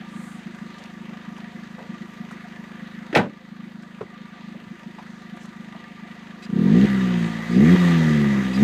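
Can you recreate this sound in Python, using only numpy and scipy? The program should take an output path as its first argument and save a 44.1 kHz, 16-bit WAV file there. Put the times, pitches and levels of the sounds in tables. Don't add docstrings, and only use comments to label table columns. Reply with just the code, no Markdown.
import sys
import numpy as np
from scipy import signal
from scipy.fft import rfft, irfft, next_fast_len
from scipy.io import wavfile
from scipy.ndimage import uniform_filter1d

SR = 44100
rng = np.random.default_rng(int(sys.argv[2]) if len(sys.argv) > 2 else 0)


def natural_amplitude(level_db):
    exponent = np.asarray(level_db, float) / 20
    return 10 ** exponent


def materialize(psi):
    bounded = np.clip(np.atleast_2d(psi).T, -1, 1)
    quanta = np.round(bounded * 32767).astype(np.int16)
    wavfile.write(sys.argv[1], SR, quanta)


N = 380583
TIME_S = np.arange(N) / SR


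def rms_one(x):
    return x / np.sqrt(np.mean(x ** 2) + 1e-20)


def in_time(rows):
    s, *columns = np.transpose(rows)
    return [np.interp(TIME_S, s, c) for c in columns]


def ramp(start_s, length_s):
    return ((TIME_S - start_s) / length_s).clip(0, 1)


def drift(rate):
    r = np.exp(-80 * np.pi * rate / SR)
    slow = signal.lfilter([1], [1, -2 * r, r * r], rng.standard_normal(N // 40 + 2002))
    slow = slow[2000:]
    return np.interp(np.arange(N) / 40, np.arange(len(slow)), rms_one(slow))


def resonate(x, hz, width_hz, order=1):
    r = np.exp(-np.pi * width_hz / SR)
    b = [(1 - r * r) / 2, 0, (r * r - 1) / 2]
    a = [1, -2 * r * np.cos(2 * np.pi * hz / SR), r * r]
    for _ in range(order):
        x = signal.lfilter(b, a, x + 1e-18)
    return x


def banded_noise(spectrum, patchy_db):
    hz, level_db = np.transpose(spectrum)
    size = next_fast_len(N)
    bins = np.fft.rfftfreq(size, 1 / SR) + 1
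    shape_db = np.interp(np.log(bins), np.log(hz), level_db, -99, -99)
    coloured = rfft(rng.standard_normal(size)) * natural_amplitude(shape_db)
    out = np.zeros(N)
    for centre in np.arange(np.floor(2 * np.log2(hz[0])), 2 * np.log2(hz[-1]) + 1):
        share = np.clip(1 - abs(2 * np.log2(bins) - centre), 0, 1)
        out += irfft(coloured * share)[:N] * natural_amplitude(patchy_db * drift(6.1))
    return rms_one(out)


def add(out, s, sound):
    i = round(s * SR)
    out[i:i + len(sound)] += sound[:N - i]


def burst(peak_db, t60, hz, spread):
    t = np.arange(int(.25 * SR)) / SR
    envelope = natural_amplitude(-60 * t / t60) * np.minimum(t / 0.0015, 1)
    puff = resonate(rng.standard_normal(len(t)) * envelope, hz, spread * hz, order=2)
    return natural_amplitude(peak_db) * puff / abs(puff).max()


# (t/s, firing rate f/Hz)
CRANK_SPEED = [(0.0, 26.41), (0.8, 25.51), (1.7, 26.11), (2.6, 25.68), (3.6, 26.15), (6.1, 25.64),
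               (6.498, 25.96), (6.857, 71.72), (6.896, 67.08), (7.233, 56.45), (7.453, 55.34),
               (7.565, 60.97), (7.725, 91.54), (7.757, 91.15), (8.254, 70.81), (8.519, 62.74),
               (8.578, 65.77), (8.63, 72.6)]


def crankshaft():
    speed, = in_time(CRANK_SPEED)
    return speed


# (pedal down t/s, lift and fuel cut t/s, fuel back t/s, level when fuel is back/dB)
BLIPS = [
    (6.409, 6.855, 7.272, -24.5),
    (7.437, 7.75, 8.41, -21),
    (8.502, 9.0, 9.2, -20),
]


def pedal():
    fill_s, cut_s, turn_over_s, refire_s = 0.13, 0.012, 0.046, 0.016
    cut_push = -0.45
    throttle, push = np.zeros(N), np.ones(N)
    for down, lift, back, _ in BLIPS:
        throttle += ramp(down, fill_s) - ramp(lift, cut_s)
        push += (cut_push - 1) * ramp(lift, cut_s)
        push -= (cut_push + 1) * ramp(lift + cut_s, turn_over_s)
        push += 2 * ramp(back, refire_s)
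    return throttle.clip(0, 1), push


# (t/s, level/dB)
RICH_FIRINGS = [(0.007, -38), (0.085, -35), (0.467, -36.5), (0.623, -37), (0.778, -42), (0.975, -39),
                (1.091, -37.5), (1.285, -36.5), (1.554, -38), (1.9, -35.5), (2.015, -37), (2.169, -42),
                (2.209, -35.5), (2.598, -39), (2.831, -38.5), (2.947, -40), (3.523, -35.5), (4.176, -37.5),
                (4.446, -35.5), (4.482, -37.5), (4.521, -33.9), (4.639, -40.5), (4.715, -37.5),
                (4.752, -44.5), (4.87, -36.3), (5.063, -39), (5.332, -37.5), (5.448, -39), (5.562, -38.5),
                (6.03, -40.5)]


def note_level(octaves, throttle, push):
    lean_db, firing_s, refire_sag_db_per_s = -42.5, 0.0237, 57
    ends = [s - firing_s for s, _ in RICH_FIRINGS[1:]] + [BLIPS[0][0]]
    hunting = []
    for (s, db), end in zip(RICH_FIRINGS, ends):
        hunting += [(s, db), (max(end, s + .001), lean_db)]
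    light_db, = in_time(hunting)
    for _, lift, back, db in BLIPS:
        refired_db = db - refire_sag_db_per_s * (TIME_S - back).clip(0)
        light_db = np.where(TIME_S > lift, refired_db, light_db)
    loaded_db = -11 + 8 * octaves.clip(None, 0)
    burning_db = light_db + throttle * (loaded_db - light_db)
    pumping_db = -18 + 9 * octaves
    return np.where(push < 0, pumping_db, burning_db)


def pipe(clicks, modes, chance):
    out = np.zeros(N)
    for hz, width_hz, db, late_ms in modes:
        scatter_db = 0.16 * min(late_ms, 19) * chance
        struck = clicks * natural_amplitude(db + scatter_db)
        add(out, max(late_ms, 0) / 1000, resonate(struck, hz, width_hz, order=4))
    return out


CYLINDER_DB = [0.34, 0.74, 0.087, -0.7]
# (f/Hz, width f/Hz, level/dB, arrival t/ms)
IDLING_PIPE = [(184.7, 110.5, 6.1, 0.4), (231.8, 75.3, 2.3, 3.0), (276.6, 111, -12.2, 9.9),
               (343, 55, -7.5, 19)]
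LOADED_PIPE = [(69.5, 150, -12.5, 4), (177, 138, 6.5, 4.15), (245, 162, -4.5, 6.87), (331, 143, -8.5, 19),
               (450, 163, -16.5, 11.78), (696, 140, -28.5, 10.04)]
PUMPING_PIPE = [(70, 164, -14, 1.73), (174.5, 115, 5, 1.58), (241, 102, -16.5, 4.15), (349, 118, -13.5, 34),
                (435.5, 75, -20, 18), (520, 110, -22.5, 10)]


def exhaust(turns, note_db, push, throttle, fast):
    idle_uneven_db, loaded_uneven_db, pumping_uneven_db = 2.0, 1.0, .75
    burning_uneven_db = idle_uneven_db + throttle * (loaded_uneven_db - idle_uneven_db)
    uneven_db = np.where(push < 0, pumping_uneven_db, burning_uneven_db)
    clicks = np.diff(np.floor(turns), prepend=0).clip(0, 1)
    at = np.flatnonzero(clicks)
    luck_db, scatter = np.zeros((2, N))
    luck_db[at] = uneven_db[at] * rng.uniform(-1.7, 1.7, len(at)) + np.resize(CYLINDER_DB, len(at))
    scatter[at] = 0.56 * rng.standard_normal(len(at)) + np.resize([1, -1], len(at))
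    burning = push.clip(0, 1)
    light = burning * (1 - throttle)
    voices = [(light * (1 - fast), IDLING_PIPE),
              (burning * throttle + light * fast, LOADED_PIPE),
              (push.clip(-1, 0), PUMPING_PIPE)]
    out = np.zeros(N)
    for share, modes in voices:
        usual = np.sqrt(uniform_filter1d(pipe(clicks, modes, 0) ** 2, size=5100).clip(1e-14))
        pulses = clicks * share * natural_amplitude(note_db + luck_db) / usual
        out += pipe(pulses, modes, scatter)
    return out


# (multiple of the firing rate, level/dB)
HUM = [(1, -63.5), (2, -66), (3, -69), (4, -67.5)]


def hum(turns, speed):
    lag_turns = 0.61
    lines = np.zeros(N)
    for multiple, db in HUM:
        lines += natural_amplitude(db + 6) * np.sin(2 * np.pi * multiple * (turns - lag_turns))
    lines *= natural_amplitude(11.6 * np.log2(speed / 33.0))
    return signal.sosfilt(signal.butter(2, 130, fs=SR, output="sos"), lines)


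# (f/Hz, level/dB per Hz)
CLATTER = [(30, -36), (60, -31), (130, -0.5), (300, 3.5), (450, -3), (800, -4.5), (1400, -1.5),
           (2000, -0.8), (2400, -4.5), (3700, -10), (4500, -14), (6000, -39)]
# (f/Hz, width f/Hz, level/dB, rise level/dB per octave of speed)
PANELS = [(519.3, 23, -16, -0.5), (718.4, 52, -13.5, -1), (947, 58, -14.5, -2), (1192.6, 49, -9, -0.5),
          (1731, 140, -11, 1.5), (1928, 150, -10, 3), (2014, 19, -19, 4.5), (3280, 92, -32, 8.5),
          (3720, 96, -23, 2.5), (10630, 600, -42, 2)]
# (f/Hz, level/dB per Hz)
HISS = [(2710, -28), (4600, -8.5), (4820, 4), (5220, -2.5), (5720, -0.5), (6430, 1.5), (6980, -2),
        (8420, -7), (9370, -13.5), (10600, -12.5), (11500, -15), (13200, -13.5), (15500, -18)]


def clatter(turns, speed, octaves, throttle):
    clatter_db = -33.5 + (12 + 1.7 * octaves) * octaves + 0.5 * throttle
    hiss_db = -48 + (12.5 + 1.5 * octaves) * octaves + 1.4 * throttle
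    since = (turns - .36) % 1
    swell = np.exp(-since / 0.15) * np.minimum(since / 0.015, 1)
    puff = natural_amplitude((6.0 + 1.97 * drift(24)) * swell)
    above_idle = np.log2(speed / 28.0)
    rings = np.zeros(N)
    for hz, width_hz, db, rise_db in PANELS:
        ring = rms_one(resonate(rng.standard_normal(N) * puff, hz, width_hz, order=2))
        wander_db = 3.2 * drift(18) / (1 + 0.4 * above_idle)
        rings += natural_amplitude(db + rise_db * above_idle + wander_db) * ring
    body = banded_noise(CLATTER, patchy_db=1.8) * puff
    hiss = banded_noise(HISS, patchy_db=1.4) * puff ** 0.74
    return natural_amplitude(clatter_db - 0.5) * (rms_one(body) + rings) + natural_amplitude(hiss_db - 2.0) * rms_one(hiss)


def air():
    high = signal.butter(2, 9000, "high", fs=SR, output="sos")
    return natural_amplitude(-81) * signal.sosfilt(high, rng.standard_normal(N))


# (start t/s, length t/s, level/dB, centre f/Hz)
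SCUFFS = [
    (0.01, 0.48, -58, 7750),
    (0.097, .34, -72, 13100),
    (0.716, 0.19, -66, 6500),
    (1.9, 0.47, -76, 12500),
    (5.37, .12, -58.5, 6100),
]


def scuffs():
    out = np.zeros(N)
    for s, length, db, hz in SCUFFS:
        rub = resonate(rng.standard_normal(SR // 2), hz, 0.5 * hz, order=2)[:int(length * SR)]
        add(out, s, natural_amplitude(db) * rms_one(rub) * np.hanning(len(rub)))
    return out


# (t/s, peak level/dB, t60 t/s, centre f/Hz)
KNOCKS = [(0.783, -44, .05, 3500), (0.792, -50, 0.02, 6000), (0.75, -52, .06, 1500), (0.80, -40, 0.18, 520),
          (0.844, -37, .03, 800), (0.837, -39, .025, 4500), (0.856, -37, 0.018, 2760),
          (1.374, -36.5, 0.15, 860), (1.378, -46, 0.072, 4000), (1.782, -34, 0.31, 450),
          (2.308, -31.5, .1, 1000), (2.31, -48, 0.12, 6000), (3.822, -49, 0.055, 5000),
          (4.007, -22, 0.056, 403), (4.013, -29, 0.066, 940), (4.01, -34.5, 0.13, 131),
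          (4.026, -31.5, 0.14, 303), (4.544, -37.5, 0.065, 473), (4.615, -36, 0.1, 220),
          (4.662, -39, 0.13, 130), (4.947, -60, 0.044, 5000), (4.982, -33.5, 0.17, 735),
          (5.365, -53, .03, 7500), (5.371, -31.5, 0.023, 880), (5.433, -57, .03, 10000),
          (5.456, -46, 0.023, 5970), (5.49, -50, .03, 5000), (5.563, -57, 0.034, 6000),
          (5.745, -34, 0.12, 676)]


def knocks():
    out = np.zeros(N)
    for s, peak_db, t60, hz in KNOCKS:
        add(out, s, burst(peak_db, t60, hz, spread=0.91))
    return out


# (t/s, peak level/dB, t60 t/s, centre f/Hz)
SLAM = [(3.126, -16.5, 0.15, 275), (3.127, -19, 0.091, 1740), (3.142, -12.5, 0.26, 503),
        (3.149, -3.5, 0.17, 1920), (3.156, -28, 0.12, 3550), (3.158, 1.5, 0.13, 682),
        (3.159, -5, 0.26, 196), (3.161, -26, 0.035, 12400), (3.171, -5, 0.062, 1640),
        (3.175, -19, 0.16, 112), (3.186, -9, 0.084, 450), (3.197, -11, 0.1, 820), (3.212, -23, 0.21, 600),
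        (3.229, -22, 0.14, 915), (3.257, -27, 0.091, 303)]
# (f/Hz, level/dB, t60 t/s)
DOOR_MODES = [(270, -8, 0.16), (426, -7, 0.1), (562, -2, 0.33), (1200, -34, 0.21), (1510, -12, 0.16),
              (1526, -2, 0.16), (1843, -5, 0.15), (2610, -17, 0.13), (3310, -21, 0.15), (3840, -7, 0.081)]


def door():
    cracks = np.zeros(N)
    for s, peak_db, t60, hz in SLAM:
        add(cracks, s, burst(peak_db, t60, hz, spread=0.76))
    panels = np.zeros(N)
    for hz, db, t60 in DOOR_MODES:
        panels += natural_amplitude(db - 3.5) * resonate(cracks, hz, 6.8 / t60 + 25)
    return 0.49 * cracks + panels


def gain_dip():
    duck_at_s, duck_db, duck_back_s = 3.2, -5.5, 1.67
    since = TIME_S - duck_at_s
    return natural_amplitude(duck_db * np.exp(-since.clip(0) / duck_back_s) * (since > 0))


# (start t/s, length t/s, level/dB)
GULPS = [
    (6.418, 0.045, -55.5),
    (7.499, 0.13, -56.5),
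    (8.526, 0.052, -49.5),
]
# (f/Hz, width f/Hz, level/dB)
WHISTLE = [(2000, 500, 5), (2530, 110, 3), (3920, 59, 2), (4820, 140, 4.5), (3020, 3500, 3.5),
           (7000, 2400, -6)]


def gulps():
    out = np.zeros(N)
    for s, length, db in GULPS:
        rush = np.zeros(SR // 10)
        for hz, width_hz, tone_db in WHISTLE:
            tone = resonate(rng.standard_normal(SR // 10), hz, width_hz, order=2)
            rush += natural_amplitude(tone_db) * rms_one(tone)
        rush = rush[:int(length * SR)]
        add(out, s, natural_amplitude(db) * rush * signal.windows.tukey(len(rush), .5))
    return out


def scene():
    full_speed_hz, pulse_lead_s, first_turn = 70, .0125, .75
    samples = np.arange(N)
    ahead = samples + pulse_lead_s * SR
    speed = crankshaft()
    turns = np.interp(ahead, samples, first_turn + np.cumsum(speed) / SR)
    octaves = np.log2(speed / full_speed_hz)
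    throttle, push = pedal()
    fast = (2 * octaves + 2).clip(0, 1)
    controls = [note_level(octaves, throttle, push), push, throttle, fast]
    controls = [np.interp(ahead, samples, c) for c in controls]
    engine = exhaust(turns, *controls) + hum(turns, speed) + clatter(turns, speed, octaves, throttle)
    return (engine * gain_dip() + air() + scuffs() + knocks() + door() + gulps())[None]


def low_pass(x):
    return signal.sosfilt(signal.butter(12, 15350, fs=SR, output="sos"), x)


def record(dry):
    x = signal.sosfilt(signal.butter(3, 48, "high", fs=SR, output="sos"), dry)
    mix = 0.85 * np.tanh(x / 0.81)
    return low_pass(mix)


dry = scene()
out = record(dry)
materialize(out)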